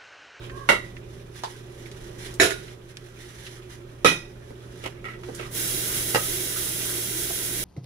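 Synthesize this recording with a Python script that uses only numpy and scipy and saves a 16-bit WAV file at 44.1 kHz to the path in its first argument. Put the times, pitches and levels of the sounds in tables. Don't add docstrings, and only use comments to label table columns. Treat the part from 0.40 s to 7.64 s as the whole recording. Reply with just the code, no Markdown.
import sys
import numpy as np
from scipy import signal
from scipy.fft import rfft, irfft, next_fast_len
from scipy.io import wavfile

SR = 44100
rng = np.random.default_rng(int(sys.argv[2]) if len(sys.argv) > 2 else 0)


def inscribe(sig):
    pcm = np.round(np.clip(np.atleast_2d(sig).T, -1, 1) * 32767)
    wavfile.write(sys.argv[1], SR, pcm.astype(np.int16))


N = 319284
TIME = np.arange(N) / SR
BLOW_TIME = TIME[:SR * 3 // 4]

# pitch in Hz, correlation (1 is identical, 0 unrelated).
LEFT_RIGHT_LIKENESS = [(100, 0.92), (350, 1), (520, 0.1), (750, -0.37), (1400, 0.0076), (4000, 0.022)]


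def from_db(db):
    return 10 ** (np.asarray(db) / 20)


def rms_one(x):
    return x / np.sqrt(np.mean(x ** 2) + 1e-20)


def opening_one(x):
    return x / np.sqrt(np.mean(x[:, :SR // 50] ** 2))


def at_hz(points, hz):
    table_hz, value = np.transpose(points)
    return np.interp(np.log(hz + 1), np.log(table_hz), value)


def drift(rate, size=N):
    padded = next_fast_len(size)
    hz = np.fft.rfftfreq(padded, 1 / SR)
    noise = rfft(rng.standard_normal(padded))
    return rms_one(irfft(noise / (1 + (hz / rate) ** 4), padded)[:size])


def colour(x, spectrum):
    size = 8192
    hz = np.fft.rfftfreq(size, 1 / SR)
    gain = from_db(at_hz(spectrum, hz)) / (1 + (spectrum[0][0] / (2 * hz + 1)) ** 2)
    cepstrum = irfft(np.log(gain))
    cepstrum[1:size // 2] *= 2
    cepstrum[size // 2 + 1:] = 0
    response = irfft(np.exp(rfft(cepstrum)))
    return signal.fftconvolve(x, response[None], axes=-1)[:, :x.shape[-1]]


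def resonate(x, hz, width):
    r = np.exp(-np.pi * width / SR)
    feed = np.array([1, 0, -1]) * (1 - r * r) / 2
    feedback = [1, -2 * r * np.cos(2 * np.pi * hz / SR), r * r]
    return signal.lfilter(feed, feedback, x + 1e-18)


def diffuse(size):
    padded = next_fast_len(size)
    mid, side = rfft(rng.standard_normal((2, padded)))
    alike = np.clip(at_hz(LEFT_RIGHT_LIKENESS, np.fft.rfftfreq(padded, 1 / SR)), -.99, .99)
    both = np.sqrt(1 + alike) * mid + np.sqrt(1 - alike) * side * [[1], [-1]]
    return rms_one(irfft(both, padded)[:, :size])


def echoing_click(t60, direct_db, late_db=-29.0, late_t60=0.53, build_s=0.00028):
    early = from_db(-60 * BLOW_TIME / t60)
    late = from_db(late_db - 60 * BLOW_TIME / late_t60)
    out = diffuse(len(BLOW_TIME)) * (early + late) * (1 - np.exp(-BLOW_TIME / build_s))
    out[[0, 1], [6, 0]] += from_db(direct_db)
    return out


def kitchen(x, t60=0.25, direct_db=20.0):
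    return rms_one(signal.fftconvolve(x[None], echoing_click(t60, direct_db), axes=-1)[:, :N])


def add(out, s, sound):
    start = int(s * SR)
    out[:, start:start + sound.shape[1]] += sound[:, :N - start]


def grains(per_s, spread_db):
    sizes = from_db(spread_db * np.minimum(rng.exponential(1, N), 5))
    return sizes * rng.choice([-1, 1], N) * (rng.random(N) < per_s / SR)


def swell(s, length):
    rise_share = 0.48
    side_length = length * np.where(TIME < s, rise_share, 1 - rise_share)
    reach = np.abs(TIME - s) / side_length
    return np.exp(-np.minimum(reach, 10) ** 2)


def effort(movements, rest_db):
    power = from_db(rest_db) ** 2
    for s, length, db in movements:
        power = power + (from_db(db) * swell(s, length)) ** 2
    return np.sqrt(power)


def room(drone_db=-45.5, air_db=-69.0, usual_db=1.5, swing=0.83):
    # time in seconds, level in dB.
    background = [(0.0, -39), (1.11, -44.5), (1.91, -38.5), (2.54, -47), (4.72, -42), (5.36, -37.5),
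                  (6.92, -41), (7.24, -39)]
    # pitch in Hz, relative strength in dB.
    drone_spectrum = [(12, -41), (20, -6), (65, -7.5), (90, -11), (103, -16), (123, -12.5), (147, -9.5),
                      (188, -13.5), (318, -17), (357, -5), (511, -20.5), (546, -14.5), (664, -24),
                      (1000, -28), (1300, -29.5), (2200, -120)]
    # pitch in Hz, level in dB before the ups and downs, waver from 0 to 1.
    hum_tones = [(120.1, -47, 0.06), (355.4, -53.5, 0.86)]
    level_db = np.interp(TIME, *np.transpose(background))
    hum = 0
    for hz, db, waver in hum_tones:
        strength = 1 + waver * drift(13)
        tone = strength * np.sin(2 * np.pi * hz * TIME + waver * drift(15.5))
        hum = hum + from_db(db) * rms_one(tone)
    drone = from_db(drone_db) * rms_one(colour(diffuse(N), drone_spectrum))
    ups_and_downs = from_db(usual_db + swing * (level_db - level_db.mean()))
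    return ups_and_downs * (hum + drone) + from_db(air_db) * diffuse(N)


def taps(direct_db=18.0):
    # start in seconds, level in dB, centre pitch in Hz, sharpness Q, fade time t60 in seconds.
    touches = [(0.097, -43, 1660, 3.5, 0.074), (0.567, -45.5, 1980, 5.2, 0.046), (1.036, -29, 850, 6, 0.12),
               (1.036, -37, 3300, 1.3, 0.15), (1.459, -47, 2060, 5.6, 0.073),
               (1.515, -49, 2600, 0.44, 0.061), (1.94, -46, 5000, 0.34, 0.11), (2.28, -48, 1680, 1.3, .12),
               (2.5705, -43, 2180, 0.4, 0.026), (3.066, -42.5, 1800, .8, 0.11),
               (4.106, -43, 330, 2.1, 0.083), (4.456, -36, 525, 1.2, 0.14), (4.835, -44, 700, 0.24, 0.11),
               (4.887, -35, 335, 4.2, 0.13), (4.898, -44, 490, 10, 0.091),
               (4.9485, -41.5, 5950, 0.67, 0.17), (4.996, -38.5, 360, 2.8, 0.15),
               (6.905, -38.5, 667, 15, 0.054)]
    out = np.zeros((2, N))
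    for s, level_db, hz, q, t60 in touches:
        ringing = resonate(echoing_click(t60, direct_db), hz, hz / q)
        body = resonate(ringing, hz, 2 * hz)
        add(out, s, from_db(level_db) * opening_one(body))
    return out


def slosh(pressure, flow, low_hz=1100, high_hz=3500, q=5.7):
    # fullest moment in seconds, length in seconds, bubble level in dB.
    splashes = [(0.04, 0.11, -44.5), (4.46, 0.1, -49), (4.7, 0.11, -47), (5.03, 0.12, -42.5),
                (5.54, 0.15, -40), (6.16, .08, -41)]
    splashing = effort(splashes, rest_db=-58.5)
    run_off = from_db(-11.5) * pressure
    jet = from_db(-16) * flow
    stir = np.sqrt(splashing ** 2 + run_off ** 2 + jet ** 2)
    rings = 0
    for hz in np.geomspace(low_hz, high_hz, 20):
        bubbles = resonate(grains(per_s=40, spread_db=3.5), hz, hz / q)
        rings = rings + bubbles / np.sqrt(hz)
    return stir * kitchen(rings)


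def tap_flow():
    half_open_s, opening_s = 5.143, 0.014
    steady_db, surge_db, surge_s = -31.0, 1.6, 0.6
    since = TIME - half_open_s
    valve = (1 + np.tanh(since / (2 * opening_s))) / 2
    return valve * from_db(steady_db + surge_db * np.exp(-(since / surge_s) ** 2))


def running_tap(flow, spray_db=1.5, drops_db=-2.5, flutter_db=0.4):
    # pitch in Hz, relative strength in dB.
    spray_spectrum = [(530, -19), (900, -29), (1160, -24), (1550, -6), (1790, -10), (2020, -14),
                      (2570, -13), (3300, 0.5), (4150, -9), (5610, -0.5), (8980, -2), (10500, 3),
                      (13500, -4), (14900, 1), (16000, -7.5)]
    # pitch in Hz, width in Hz, level in dB relative to the jet's gain.
    basin_modes = [(184, 14, -22), (350.4, 74, -11.5), (457, 7.2, -24.5), (607, 42, -24), (820, 390, -26.5),
                   (1398, 52, -24.5), (1565, 90, -24), (1960, 360, -13.5), (2750, 19, -22),
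                   (3810, 200, -14.5), (10500, 2700, -17.5)]
    flutter = from_db(flutter_db * drift(19))
    drops = kitchen(grains(per_s=5000, spread_db=6.5))
    spray = rms_one(colour(diffuse(N) + from_db(drops_db) * drops, spray_spectrum))
    jet = diffuse(N)
    basin = sum(from_db(db) * rms_one(resonate(jet, hz, width)) for hz, width, db in basin_modes)
    return flow * flutter * (from_db(spray_db) * spray + basin)


def squeak(jitter=0.033):
    # multiple of the slip rate, relative level in dB.
    partials = [(2, -1), (3, -7.5)]
    slip_hz, slip_rise_hz = 523, 37.3
    press = swell(s=0.2, length=0.169)
    rate = (slip_hz + slip_rise_hz * press) * (1 + jitter * drift(80))
    phase = 2 * np.pi * np.cumsum(rate) / SR
    tone = sum(from_db(db) * np.sin(round(k) * phase) for k, db in partials)
    return from_db(-43) * press * kitchen(tone)


def scrubbing_pressure():
    # firmest moment in seconds, length in seconds, pressure in dB.
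    strokes = [(0.04, 0.18, -54), (.25, 0.24, -47.5), (.48, 0.18, -51.5), (.76, .12, -52.5),
               (.975, 0.072, -43), (1.11, 0.26, -45.5), (1.46, 0.37, -49), (1.66, 0.24, -48.5),
               (1.86, 0.16, -37.5), (2.24, 0.19, -44.5), (2.505, 0.045, -47.5), (2.64, 0.15, -52),
               (2.84, 0.19, -45.5), (3.04, 0.32, -43.5), (3.33, 0.08, -44), (4.11, 0.051, -51.5),
               (4.4, 0.29, -50.5), (4.88, 0.05, -46.5), (5.0, 0.29, -42)]
    return effort(strokes, rest_db=-57.5)


def sponge(pressure, level_db=-3.5, uneven_db=0.5):
    # pitch in Hz, relative strength in dB.
    foam_spectrum = [(450, -36), (700, -6), (1150, -10.5), (1500, -5), (2000, 2.5), (2550, -11.5),
                     (3000, -3), (4500, -9), (6000, -6.5), (8500, -14.5), (10000, -9.5), (15000, -24.5)]
    pops = kitchen(grains(per_s=4100, spread_db=7.0))
    unevenness = from_db(level_db + uneven_db * drift(33))
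    return pressure * unevenness * rms_one(colour(pops, foam_spectrum))


def dish(blows, modes, crack, direct_db, rough, free_t60=0.22):
    out, size = np.zeros((2, N)), len(BLOW_TIME)
    for s, level_db, ring_db, t60 in blows:
        sound = opening_one(colour(echoing_click(t60, direct_db), crack))
        for hz, mode_db, mode_t60 in modes:
            apart = np.arccos(np.clip(at_hz(LEFT_RIGHT_LIKENESS, hz), -1, 1)) * rng.choice([-1, 1])
            phase = 2 * np.pi * (hz * BLOW_TIME + rng.random()) + np.array([[0], [apart]])
            beat, sway = rough * drift(63, size=4 * size).reshape(2, 2, size)
            ring = ((1 + beat) * np.sin(phase) + sway * np.cos(phase)) / np.hypot(1, rough)
            fade_db = -60 * BLOW_TIME / mode_t60 * free_t60 / t60
            sound += from_db(ring_db + mode_db + fade_db) * ring
        add(out, s, from_db(level_db) * sound)
    return out


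def tub():
    blows, modes, crack = [(4.439, -36.5, -11, .12), (4.46, -32.5, -10, 0.052), (4.475, -42, -11, 0.039),
                           (4.567, -63, 5, 0.14), (4.643, -49.5, 6, 0.21), (4.653, -44, 3.5, .16),
                           (4.686, -50, 4.5, 0.21), (4.735, -53, 1, 0.2), (4.996, -43.5, 2.5, 0.096),
                           (5.03, -48, -5, 0.17)], [(763, -9, 0.15), (1314, 4, 0.21), (1950, 6.5, 0.23),
                                              (2190, 2, 0.23), (2790, -5, .15), (3360, -10, 0.11)], [(600, 4), (1300, -12), (1650, -10),
                                                                 (2000, 0.5), (2900, -1.5), (4200, -14),
                                                                 (10000, -21.5), (15000, -28)]
    return dish(blows, modes, crack, direct_db=12.0, rough=1.5)


def tray():
    blows, modes, crack = [(5.7475, -22.5, 1.5, 0.052), (5.757, -21.5, -0.5, 0.13)], [(510, 7, 0.071), (587, 0.5, 0.12), (879, -1.5, 0.22),
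                                               (1280, -5, 0.43), (1920, 1, 0.18), (2770, -4.5, .25)], [(120, -6), (300, -10.5), (550, 3.5),
                                                                   (700, -4.5), (1200, -7), (1700, -8),
                                                                   (3000, -13.5), (5000, -15.5),
                                                                   (12000, -25)]
    return dish(blows, modes, crack, direct_db=18.0, rough=1.0)


def counter():
    blows, modes, crack = [(3.6465, -18, -3.5, 0.28), (3.6575, -17.5, -2.5, 0.26)], [(327, -2, 0.13), (505, 7.5, 0.068), (1290, 6, 0.097),
                                                  (1414, -6, 0.25), (1940, -3, 0.27), (2490, 2.5, 0.24),
                                                  (2490, -10, 0.16), (2960, -6, 0.18), (3270, -11, 0.26),
                                                  (3720, -7.5, 0.3), (5170, -13.5, 0.32), (5840, -14, 0.3),
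                                                  (6470, -10.5, 0.28)], [(90, -14), (165, 0), (235, -10.5),
                                                                         (335, -5), (520, -11),
                                                                         (800, -13.5), (1350, -10.5),
                                                                         (2050, -15.5), (2470, -4.5),
                                                                         (2750, -19), (3900, -10.5),
                                                                         (4650, -23), (5400, -18.5),
                                                                         (8400, -25.5), (10000, -20.5),
                                                                         (15500, -42)]
    return dish(blows, modes, crack, direct_db=19.0, rough=1.0)


def spout():
    blows, modes, crack = [(1.9992, -19.5, -3.5, 0.28), (2.012, -17, -11, 0.3), (2.033, -21, -18, 0.23),
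                           (2.107, -33, -4.5, 0.19)], [(373, -6, 0.47), (666, 1.5, 0.23), (1443, 0.5, 0.29),
                                                (1550, 5, 0.056), (1810, 6, 0.098), (1710, 4.5, 0.16),
                                                (1995, 6, 0.088), (2250, 0, 0.16), (2520, -3.5, 0.24),
                                                (3710, -4.5, 0.29), (3900, -8, 0.31), (4020, -5, 0.22),
                                                (5430, -7, 0.24), (6750, 0, 0.16)], [(100, -11), (240, -13.5), (400, 1),
                                                                     (550, -9), (662, -18), (780, -18),
                                                                     (1180, -15), (1480, -9), (3860, -14.5),
                                                                     (4870, -19), (5190, -15.5),
                                                                     (8640, -22), (10000, -17),
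                                                                     (16000, -39)]
    return dish(blows, modes, crack, direct_db=19.5, rough=1.0)


def pot():
    blows, modes, crack = [(0.2893, -15, -6, 0.22)], [(580, 2.5, 0.23), (921, 7, 0.13), (1434, 1, 0.15),
                                              (1407, -2.5, 0.24), (1930, 0, 0.35), (2000, -1, 0.37),
                                              (2170, 5.5, 0.22), (2235, -9, 0.3), (2750, 2, 0.23),
                                              (3300, -9, 0.23), (3820, -11, 0.34)], [(59, -48), (100, -12.5), (583, -4.5),
                                                                 (854, -12), (930, -6.5), (1420, -3.5),
                                                                 (1680, -13), (2130, -0.5), (2470, -22),
                                                                 (2750, -10.5), (4670, -21), (10200, -26),
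                                                                 (16000, -41)]
    return dish(blows, modes, crack, direct_db=10.0, rough=0.73)


def scene():
    pressure, flow = scrubbing_pressure(), tap_flow()
    water = slosh(pressure, flow) + running_tap(flow) + sponge(pressure)
    knocks = tub() + tray() + counter() + spout() + pot()
    return room() + taps() + water + squeak() + knocks


def record(dry):
    # pitch in Hz, left minus right in dB.
    balance = [(60, -0.5), (120, -2.5), (350, -5), (750, -6), (1400, -3.5), (2600, -6), (5500, -5),
               (8000, 1), (10300, -12.5), (12500, 2), (15000, -1)]
    lean_db = at_hz(balance, np.fft.rfftfreq(N, 1 / SR))
    ports = irfft(rfft(dry) * from_db(np.array([lean_db, -lean_db]) / 2), N)
    cutoff_hz = 15600
    lowpass = signal.ellip(12, .1, 80, cutoff_hz, fs=SR, output="sos")
    return signal.sosfilt(lowpass, np.tanh(ports))


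dry = scene()
out = record(dry)
inscribe(out)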